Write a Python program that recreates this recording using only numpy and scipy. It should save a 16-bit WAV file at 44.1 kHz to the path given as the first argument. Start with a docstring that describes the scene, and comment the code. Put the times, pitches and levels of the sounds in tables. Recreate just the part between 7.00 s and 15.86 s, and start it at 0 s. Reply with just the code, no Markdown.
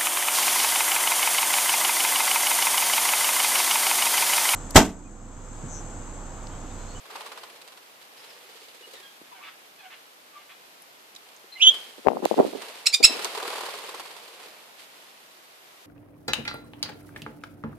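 """Budgerigars flutter to and from a feeding hand in an outdoor aviary, close to a stereo microphone. Wings are
grained noise and throbbing air gated by wingbeats; their downdraught strikes the ports as short pulses. One
bird gives a loud rising chirp, a whistle with a buzz in its pitch, and three harsh scolds, harmonic stacks that
roughen. Others warble softly farther off, and beaks and claws click as ringing noise over the hiss of a quiet
garden."""
import sys
import numpy as np
from scipy import signal
from scipy.fft import rfft, irfft
from scipy.io import wavfile

SR = 44100
rng = np.random.default_rng(int(sys.argv[2]) if len(sys.argv) > 2 else 0)


def master(y):
    """Save y as 16-bit WAV."""
    cut = np.clip(np.atleast_2d(y).T, -1, 1)
    pcm = np.round(cut * 32767)  # scale
    wavfile.write(sys.argv[1], SR, pcm.astype(np.int16))


N = 390726
TIME, FREQS = np.arange(N) / SR, np.fft.rfftfreq(N, 1 / SR)

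# left-right likeness of air moved by wings: f/Hz, likeness/-1 to 1
WING_LIKENESS = [(60, .2), (290, 0.65), (640, 0.82), (1400, 0.4), (3000, 0.11), (14000, .05)]
# runs of wingbeats: first beat t/s, last beat t/s, count of beats, first feather swish level/dB,
# first low push of air level/dB, first hollow whup level/dB, change per beat/dB
FLIGHTS = [(0.056, .158, 3, -52, -68, -47.5, 6.5), (0.209, 0.435, 5, -42, -55, -38.5, -.5),
           (0.501, 0.679, 4, -51, -70, -59.5, 0.87), (0.724, 0.776, 2, -51, -70, -50, 0),
           (1.179, 1.876, 12, -57, -56.5, -74.5, 0.6521), (1.939, 2.003, 2, -44, -44.5, -59, -6.5),
           (4.656, 4.743, 2, -42, -52.5, -47, 4.5), (5.621, 5.756, 3, -40, -46, -42, -3),
           (6.195, 6.251, 2, -34, -42, -34, 4.5), (6.352, 6.663, 7, -37.5, -43, -32, -.3),
           (6.378, 6.741, 8, -36, -34.5, -31.5, -0.7124), (6.789, 6.999, 5, -43.5, -47.5, -40, 1.14),
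           (7.057, 7.167, 3, -45, -60.5, -42, -1.5), (7.223, 7.46, 5, -51.5, -53, -57, 1)]
STROKE_RISE_S, STROKE_FALL_S, PUSH_FALL_S = .0032, 0.0117, 0.0143


def wings():
    """Feathers rub in tiny grains, and each stroke shoves out a push of air with a hollow whup."""
    # spectrum of rubbing feathers: f/Hz, level/dB
    feather_spectrum = [(60, -59), (180, -29.5), (500, -7.5), (1500, -2), (3000, 2.5), (4600, 0.5),
                        (5800, -7), (9000, -6.5), (14500, -14.5)]
    # spectrum of stirred air: f/Hz, level/dB
    air_spectrum = [(60, -55.5), (200, -16.5), (330, -10.5), (440, 0), (680, -2.5), (1050, -2.5),
                    (1500, -8.5), (2500, -7.5), (6000, -33)]
    *_, swish_db, push_db, whup_db, _ = np.transpose(FLIGHTS)
    rustle, stirred = flurries()
    grain = unit(amp(1.8 * wander(N, 500) + .9 * wander(N, 40)))
    # trims of rustle and swish over their tables, in dB
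    rub = np.hypot(amp(1.0238) * rustle, amp(2.0) * strokes(swish_db, STROKE_FALL_S))
    feathers = noise_pair(amp(read(feather_spectrum, FREQS)), WING_LIKENESS)
    swish = feathers * grain * rub * pan(-2.1)
    air = noise_pair(amp(read(air_spectrum, FREQS)), WING_LIKENESS) * stirred
    push = throb(hz=444, width=210) * strokes(push_db, PUSH_FALL_S)
    whup = throb(hz=1010, width=820) * strokes(whup_db, STROKE_FALL_S)
    return swish + air + push + whup


def strokes(levels, fall):
    """The envelope of all wingbeats: each run slows a little, and fades or grows from its first level."""
    lead_s = .002  # the middle beats of a run come this much early
    power, t = np.zeros((1, N)), np.arange(-SR // 25, SR // 12) / SR
    shape = swell(t, STROKE_RISE_S, fall)
    for (first, last, count, *_, change_db), db in zip(FLIGHTS, levels):
        for k, u in enumerate(np.linspace(0, 1, round(count))):
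            s = first + (last - first) * u - lead_s * 4 * u * (1 - u)
            add(power, max(s + t[0], 0), (amp(db + k * change_db) * shape) ** 2)
    return np.sqrt(power[0])


def flurries():
    """The envelopes of feather rustle and of stirred air; the perched birds are never quite still."""
    # ruffled feathers as a bird passes, lands or shuffles:
    # peak t/s, rise/s, fall/s, feather rustle before its trim/dB, stirred air level/dB
    ruffles = [(.18, 0.12, 0.346, -48.5, -45.5), (1.018, 0.0075, 0.0214, -49.5, -65.5),
               (1.249, 0.118, 0.306, -52.5, -55), (1.59, 0.123, 0.333, -52, -74),
               (1.96, 0.108, 0.13, -52, -60), (4.3, .15, 0.26, -59, -61), (4.7, 0.091, 0.229, -43, -49.5),
               (5.289, 0.054, 0.514, -43, -67), (5.64, 0.0664, 0.261, -46, -44.5),
               (6.12, .06, 0.575, -37, -38.5), (6.56, 0.167, 0.471, -40.5, -41.5),
               (7.44, 0.057, 0.11, -50, -50.5), (7.805, 0.021, 0.051, -48.5, -68.5),
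               (7.97, .06, 0.27, -54, -64.5)]
    fidget_db = -61  # constant rustle of perched birds, before the same trim
    rustle, air = np.full(N, amp(fidget_db) ** 2), np.zeros(N)
    for s, rise, fall, rustle_db, air_db in ruffles:
        shape = swell(TIME - s, rise, fall)
        rustle += (amp(rustle_db) * shape) ** 2
        air += (amp(air_db) * shape) ** 2
    return np.sqrt(rustle), np.sqrt(air)


def throb(hz, width):
    """Air oscillating around hz with even strength and wandering phase."""
    phase = np.angle(signal.hilbert(noise_pair(hump(hz, width), WING_LIKENESS)))
    return unit(irfft(rfft(np.cos(phase)) * hump(hz, 2 * width), N))


def downdraught(wind_filter_hz=190):
    """Gusts from the wings break into eddies that hit each port on its own; the wind filter thins their bass."""
    # gusts that reach the microphone: peak t/s, rise/s, fall/s, base level/dB, left minus right/dB
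    gusts = [(4.68, .04, .1, -49.5, 2), (4.984, 0.0035, 0.0142, -45, -4),
             (5.07, 0.01334, 0.0794, -26, 11.5), (5.232, 0.0145, 0.0264, -26.5, 8.5),
             (5.317, 0.0047, 0.008, -22, 13), (5.395, 0.0215, 0.0445, -22, 0),
             (5.537, 0.0063, 0.0426, -36, -8), (6.005, 0.0065, 0.0316, -31.5, 10),
             (6.121, 0.0404, 0.079, -38, 18)]
    # spectrum of the rumbling draught ahead of the wind filter: f/Hz, level/dB
    draught_spectrum = [(30, -46), (90, -34.5), (170, -4), (280, 3), (450, 4), (700, -8.5), (1100, -17.5),
                        (1800, -26), (4000, -55.5)]
    # the hardest eddies: t/s, peak ahead of the wind filter/dB, f/Hz, port struck (0 left, 1 right)
    hard_eddies = [(5.064, -8, 550, 0), (5.0709, 3.5, 642, 0), (5.0789, -8.5, 577, 0),
                   (5.0849, 4.5, 796, 0), (5.1037, -15.5, 650, 0), (5.1186, -10, 617, 0),
                   (5.1704, -10.5, 720, 1), (5.2578, -0.53, 621, 1), (5.3131, -2.5, 564, 0),
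                   (5.3423, -12.5, 666, 0), (5.3829, -7, 570, 1), (5.3895, -4.5, 636, 1),
                   (5.4007, 2.5, 440, 0), (5.4033, -1, 486, 1), (5.4088, -4, 669, 1),
                   (5.4498, -8.5, 454, 1)]
    per_s, over_gust_db = 110, 11  # small eddies: rate, and level over the gust
    centre_hz, spread = 563, .2  # their pitch, and its reach either way as a share

    gust_power = sum((pan(side_db) * amp(db) * swell(TIME - s, rise, fall)) ** 2
                     for s, rise, fall, db, side_db in gusts)
    out = noise_pair(amp(read(draught_spectrum, FREQS)), [(100, 0), (1000, 0.0048)]) * amp(2.0)
    out *= np.array([unit(amp(4.7 * wander(N, 70))) for _ in range(2)])  # each port rumbles unevenly
    chances = rng.random((int(per_s * N / SR), 5))
    for k, (late, side, size, pitch, turn) in enumerate(chances):
        _, pulse = eddy(centre_hz * (1 + spread * (2 * pitch - 1)), turn)
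        add(out, (k + late) / per_s, one_port(side) * amp(over_gust_db) * (.5 + size) * pulse)
    out *= np.sqrt(gust_power)
    for (s, db, hz, port), turn in zip(hard_eddies, rng.random(len(hard_eddies))):
        lead, pulse = eddy(hz, turn)
        add(out, s - lead, one_port(port) * amp(db) * pulse)
    wind_filter = signal.butter(4, wind_filter_hz, "high", fs=SR, output="sos")
    return signal.sosfilt(wind_filter, out)


def eddy(hz, turn, cycles=0.527):
    """A blunt pulse of about one cycle, steeper before its peak: its lead time in s, and the sound."""
    t = np.arange(-300, 600) / SR
    width = cycles * np.where(t < 0, .8, 1.25)
    return -t[0], np.exp(-(t * hz / width) ** 2) * np.sin(2 * np.pi * (hz * t + turn))


def one_port(side):
    """Gains that send a sound to the left port (side up to .5) or to the right one alone."""
    return np.eye(2)[:, [int(side > .5)]]


def chirp(buzz_hz=300):
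    """A rising whistle; a fast buzz in its pitch spreads it into close sidebands, most of all near the start."""
    # path of the whistle: t/s, level/dB, f/Hz
    path = [(4.596, -42.5, 2251), (4.608, -28, 2503), (4.627, -10.5, 3171), (4.643, -14.5, 2956),
            (4.664, -15, 3142), (4.674, -3.5, 3063), (4.686, -10.5, 3273), (4.698, -11, 3273),
            (4.708, -37, 3290)]
    # its overtones: multiple of the pitch, level/dB
    overtones = [(1, -1), (2, -19.5), (3, -57.5), (4, -50)]
    burst_at_s, burst_width_s = 4.625, 0.024
    burst_depth, steady_depth = 0.065, .03  # shares of the pitch

    s, *columns = np.transpose(path)
    t = np.arange(s[0], s[-1], 1 / SR)
    db, hz = (np.interp(t, s, c) for c in columns)
    depth = steady_depth + burst_depth * np.exp(-((t - burst_at_s) / burst_width_s) ** 2)
    buzz_rate = buzz_hz * (1 + .08 * wander(len(t), 60))
    buzz = np.sin(2 * np.pi * np.cumsum(buzz_rate) / SR)
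    turns = np.cumsum(hz * (1 + depth * buzz + .008 * wander(len(t), 500))) / SR
    tone = sum(amp(part_db) * np.sin(2 * np.pi * round(k) * turns) for k, part_db in overtones)
    flutter = 1 + .35 * buzz  # the buzz sways the level too
    out = np.zeros((2, N))
    add(out, s[0], pan(-4.5) * amp(db) * unit(tone * flutter))
    return out


def scolds():
    """Short upward yelps that crack into a rasp near their loudest."""
    # yelps: start t/s, length/s, level at the top/dB, start f/Hz, top f/Hz, share of the length at the crack
    yelps = [(5.857, 0.0189, -11.5, 2177, 2695, 0.66), (5.927, 0.02515, -12.5, 2260, 2460, 0.753),
             (6.028, .029, -2.5, 2250, 2676, 0.798)]
    # resonances of the near bird's throat: f/Hz, level/dB
    throat = [(600, -22), (1300, -24.5), (2100, -3), (2650, -6.5), (4000, 1), (5200, -0.5), (6200, -8.5),
              (8000, -6.5), (9500, -13), (11500, -22), (14500, -22.5)]
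    peak_at, start_db, end_db = .72, -17.5, -15.5  # top as a share of the length; levels against the top
    clear, cracked, crack_s = 0.345, 0.881, 0.00275  # roughness before and after, and time scale of the crack

    out = np.zeros((2, N))
    for s, length, db, start_hz, top_hz, crack_at in yelps:
        t = np.arange(0, length, 1 / SR)
        peak_s = length * peak_at
        effort = np.sin(np.pi / 2 * np.minimum(t / peak_s, 1)) ** 2
        release = np.maximum(t - peak_s, 0) / (length - peak_s)
        hz = start_hz + (top_hz - start_hz) * effort
        rough = clear + (cracked - clear) * (1 + np.tanh((t - crack_at * length) / crack_s)) / 2
        sound = voice(hz, rough, throat, halves=1.1, rasp=.55, jitter=.04, tilt_db=-.3)
        loudness = amp(db + start_db * (1 - effort) + end_db * release ** 2)
        add(out, s, pan(-5.5) * loudness * sound * signal.windows.tukey(len(t), .08))
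    return out


def voice(hz, rough, throat, halves, rasp, jitter, tilt_db):
    """A harmonic stack; as it roughens the pitch shakes, half tones grow between the lines and noise breaks in."""
    turns = np.cumsum(hz * (1 + jitter * rough * wander(len(hz), 700))) / SR
    orders = np.arange(1, int(SR / 2.6 / hz.max()) + 1)[:, None]
    # overtones fall away above the second
    weight = amp(np.minimum(tilt_db * (orders - 1), tilt_db - abs(tilt_db) * (orders - 2)))
    lag = rng.random(orders.shape)
    whole_tones = weight * np.cos(2 * np.pi * (orders * turns + lag))
    half_tones = weight * np.cos(2 * np.pi * ((orders - .5) * turns + lag))
    # the noise pulses at half the pitch
    breath = rng.standard_normal(len(hz)) * (1 + 0.39 * np.cos(np.pi * turns))
    whole = unit(colour(whole_tones.sum(0), throat))
    half = unit(colour(half_tones.sum(0), throat))
    hiss = unit(colour(breath, throat))
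    return unit((1 - .5 * rough) * whole + rough ** 2 * halves * half + rough * rasp * hiss)


def warble():
    """Soft gliding notes, some followed by a rising rasp."""
    # notes of birds farther off: t/s, length/s, level before the reverb and trim/dB, f/Hz,
    # glide as a share of the pitch, roughness/0-1, tilt per overtone/dB
    soft_notes = [(1.167, 0.0526, -57.5, 5250, 0.09, 0.41, -20.5),
                  (1.283, .035, -55, 5350, 0.048, 0.52, -23),
                  (1.818, 0.0413, -53.5, 2889, 0.0022, 0.11, -18),
                  (1.942, 0.0463, -52, 1864, -0.11, 0.2, 6), (2.012, 0.076, -51.5, 1625, -0.056, 0.13, 10),
                  (2.311, 0.0308, -50.5, 981, -0.154, 0.36, -28),
                  (2.338, 0.062, -54, 760, -0.166, 0.42, -2.5), (2.377, .066, -53.5, 1102, 0.587, 0.35, -9),
                  (2.781, 0.0335, -50.5, 838.2, -0.075, 0.26, -0.5),
                  (2.823, 0.0606, -51, 752, -0.068, 0.45, -5.5),
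                  (3.325, 0.0615, -51, 1177, -0.032, 0.33, -19),
                  (4.517, 0.0235, -45.5, 4094, -0.055, 0.17, -18),
                  (4.551, 0.024, -46, 2075, .03, 0.23, -18), (4.568, 0.0195, -49, 2860, -0.14, 0.19, -19)]
    # rasps that close their phrases: t/s, length/s, level before the reverb and trim/dB, f/Hz
    closing_rasps = [(2.416, 0.087, -46.5, 624), (2.895, 0.0574, -48.5, 590), (3.363, .07, -58.5, 1076),
                     (3.485, 0.0455, -51, 605.5)]
    out = np.zeros((2, N))
    for s, *note in soft_notes:
        add(out, s, far_call(*note))
    for s, *rasp in closing_rasps:
        add(out, s, far_call(*rasp, glide=0.1245, rough=0.825, tilt_db=1))
    return out


def far_call(length, db, hz, glide, rough, tilt_db):
    """One gliding syllable of a bird farther off."""
    # throat resonances as heard from there: f/Hz, level/dB
    far_throat = [(400, -41.5), (750, 0.5), (1200, 2), (2400, 7), (3500, 2.5), (5200, -11.5), (7500, -24.5),
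                  (12000, -38.5)]
    pitch = hz * (1 + glide * np.linspace(-.5, .5, round(length * SR)))
    sound = voice(pitch, rough, far_throat, halves=.49, rasp=1.0, jitter=0.1, tilt_db=tilt_db)
    return pan(-1.0) * amp(db) * sound * signal.windows.tukey(len(pitch), .5)


def clicks():
    """Dry snaps that ring briefly as filtered noise, and a few dull knocks."""
    # beaks on seed, claws and wing tips: t/s, starting level/dB, ring f/Hz,
    # width as a share of the ring, decay/s, left minus right/dB
    snaps = [(0.829, -57.5, 12000, .3, 0.0046, -1), (1.934, -46, 5000, 1.7, 0.0062, 4),
             (3.821, -43, 10260, 0.107, 0.00497, 0), (4.151, -35.5, 5100, 0.27, 0.0014, -3.5),
             (4.162, -35.5, 3910, 0.066, 0.00386, -4), (4.364, -49, 6400, .12, 0.0043, -3),
             (4.802, -43, 7000, 1.2, 0.00297, -9), (5.2534, -11, 2734, 0.35, 0.000617, 1.5),
             (6.2458, -17.5, 4000, 0.96, 0.00164, -0.5)]
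    # soft knocks: t/s, level/dB, f/Hz
    knocks = [(2.215, -41, 280), (4.442, -46.5, 348)]
    out, t = np.zeros((2, N)), np.arange(4096) / SR
    f = np.fft.rfftfreq(len(t), 1 / SR) + 1
    for s, db, hz, width, decay, side_db in snaps:
        resonance = 1 + 1j * (f / hz - hz / f) / width
        ring = irfft(rfft(rng.standard_normal((2, len(t)))) / resonance)
        add(out, s, pan(side_db) * amp(db) * unit(ring) * np.exp(-t / decay))
    for s, db, hz in knocks:
        u = t / 0.0016  # time in units of the rise
        thump = u * np.exp(1 - u) * np.cos(2 * np.pi * hz * t)
        knock = np.gradient(thump) * SR / (2 * np.pi * hz)
        add(out, s, pan(0) * amp(db) * knock)
    return out


def garden():
    """The soft hiss of leaves and open air, swelling a little."""
    # spectrum of the hiss: f/Hz, level/dB
    hiss_spectrum = [(15, -59.5), (25, -38.5), (80, -22), (174, -11), (267, -7.5), (357, -4.5), (561, -3.5),
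                     (659, -1.5), (1010, -3), (1420, -3.5), (1540, -5), (1960, -5), (3430, -7.5),
                     (9160, -16), (10500, -13.5), (14400, -13)]
    # its left-right likeness: f/Hz, likeness/-1 to 1
    hiss_likeness = [(60, 0), (130, 0.19), (290, .5), (640, 0.21), (1400, -0.44), (3000, 0.0035),
                     (14000, -0.13)]
    level_db = -51.5 + .4 * wander(N, 3)
    return amp(level_db) * noise_pair(amp(read(hiss_spectrum, FREQS)), hiss_likeness)


def aviary(x, near_db, tail_db, near_t60=0.08):
    """Quick scatter from hands, perches and the wall, then a thin tail from the houses around the garden."""
    # decay of the tail: f/Hz, t60/s
    tail_t60 = [(200, 0.3), (1000, .35), (3200, 0.433), (6000, 0.33), (14000, 0.1)]
    t = np.arange(SR * 3 // 4) / SR
    # sparse random echoes
    taps = rng.standard_normal((2, len(t))) * (rng.random((2, len(t))) < .12) * (t > .002)
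    near = taps * amp(-60 * t / near_t60)
    # the tail swaps sides, starts later and fades at its own pace in each band
    hz, when, z = signal.stft(taps[::-1] * (t > .012), SR, nperseg=256)
    fade = amp(-60 * when / read(tail_t60, hz)[:, None])
    tail = signal.istft(z * fade, SR, nperseg=256)[1][:, :len(t)]
    response = amp(near_db) * near / np.linalg.norm(near[0]) + amp(tail_db) * tail / np.linalg.norm(tail[0])
    return x + signal.fftconvolve(x.mean(0)[None], response, axes=1)[:, :N]


def from_right(x, lag):
    """A source on the right reaches the left port lag seconds later."""
    return np.array([irfft(rfft(x[0]) * np.exp(-2j * np.pi * FREQS * lag), N), x[1]])


def amp(db):
    """Decibels to gain."""
    return 10 ** (np.asarray(db) / 20)


def unit(x):
    """Scales to rms 1."""
    return x / np.sqrt(np.mean(x ** 2) + 1e-20)


def read(points, hz):
    """Reads a table on a log-frequency axis."""
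    f, value = np.transpose(points)
    return np.interp(np.log(hz + 1), np.log(f + 1), value)


def colour(x, spectrum):
    """Filters by a table of f/Hz, level/dB."""
    size = x.shape[-1]
    return irfft(rfft(x) * amp(read(spectrum, np.fft.rfftfreq(size, 1 / SR))), size)


def hump(hz, width):
    """The gain of a steep-sided resonance at every frequency."""
    return 1 / (1 + ((FREQS ** 2 - hz ** 2) / (width * FREQS + 1e-9)) ** 2)


def noise_pair(gain, likeness):
    """Stereo noise of rms 1 with a given spectrum and left-right likeness."""
    a, b = rfft(rng.standard_normal((2, N)))
    same = np.clip(read(likeness, FREQS), -1, 1)
    pair = np.array([a, same * a + np.sqrt(1 - same ** 2) * b])
    return unit(irfft(pair * gain, N))


def wander(size, hz):
    """Random drift of rms 1 along straight lines between knots, 2 * hz of them a second."""
    place = np.arange(size) * 2 * hz / SR
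    knots = rng.standard_normal(int(place[-1]) + 2)
    return unit(np.interp(place, np.arange(len(knots)), knots))


def swell(t, rise, fall):
    """Grows smoothly to 1 at t = 0 and dies away."""
    return np.exp(-np.where(t < 0, (t / rise) ** 2, t / fall))


def pan(db):
    """Left and right gains of constant power, from left minus right in dB."""
    sides = amp(np.array([np.atleast_1d(db), -np.atleast_1d(db)]) / 2)
    return sides / np.sqrt((sides ** 2).mean(0))


def add(mix, s, sound):
    """Adds a sound to the mix at time s."""
    part = mix[:, round(s * SR):][:, :sound.shape[-1]]
    part += sound[..., :part.shape[-1]]


def scene():
    """All sources in the aviary."""
    whistle = aviary(from_right(chirp(), lag=.00008), near_db=-8, tail_db=-19.5)
    yelps = aviary(from_right(scolds(), lag=.000015), near_db=-4, tail_db=-18)
    far_calls = amp(-3.0) * aviary(warble(), near_db=4.5, tail_db=-5)
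    snaps = aviary(clicks(), near_db=-7.5, tail_db=-34.5)
    return whistle + yelps + far_calls + snaps + wings() + downdraught() + garden()


def record(dry):
    """The loudest peaks overload the input and bend over; then a lowpass sets the band limit."""
    edge_hz = 14560
    clipped = dry / (1 + np.abs(dry) ** 8) ** (1 / 8)
    lowpass = signal.firwin(401, edge_hz, window=("kaiser", 8), fs=SR)
    return signal.oaconvolve(clipped, lowpass[None], "same")


dry = scene()
out = record(dry)
master(out)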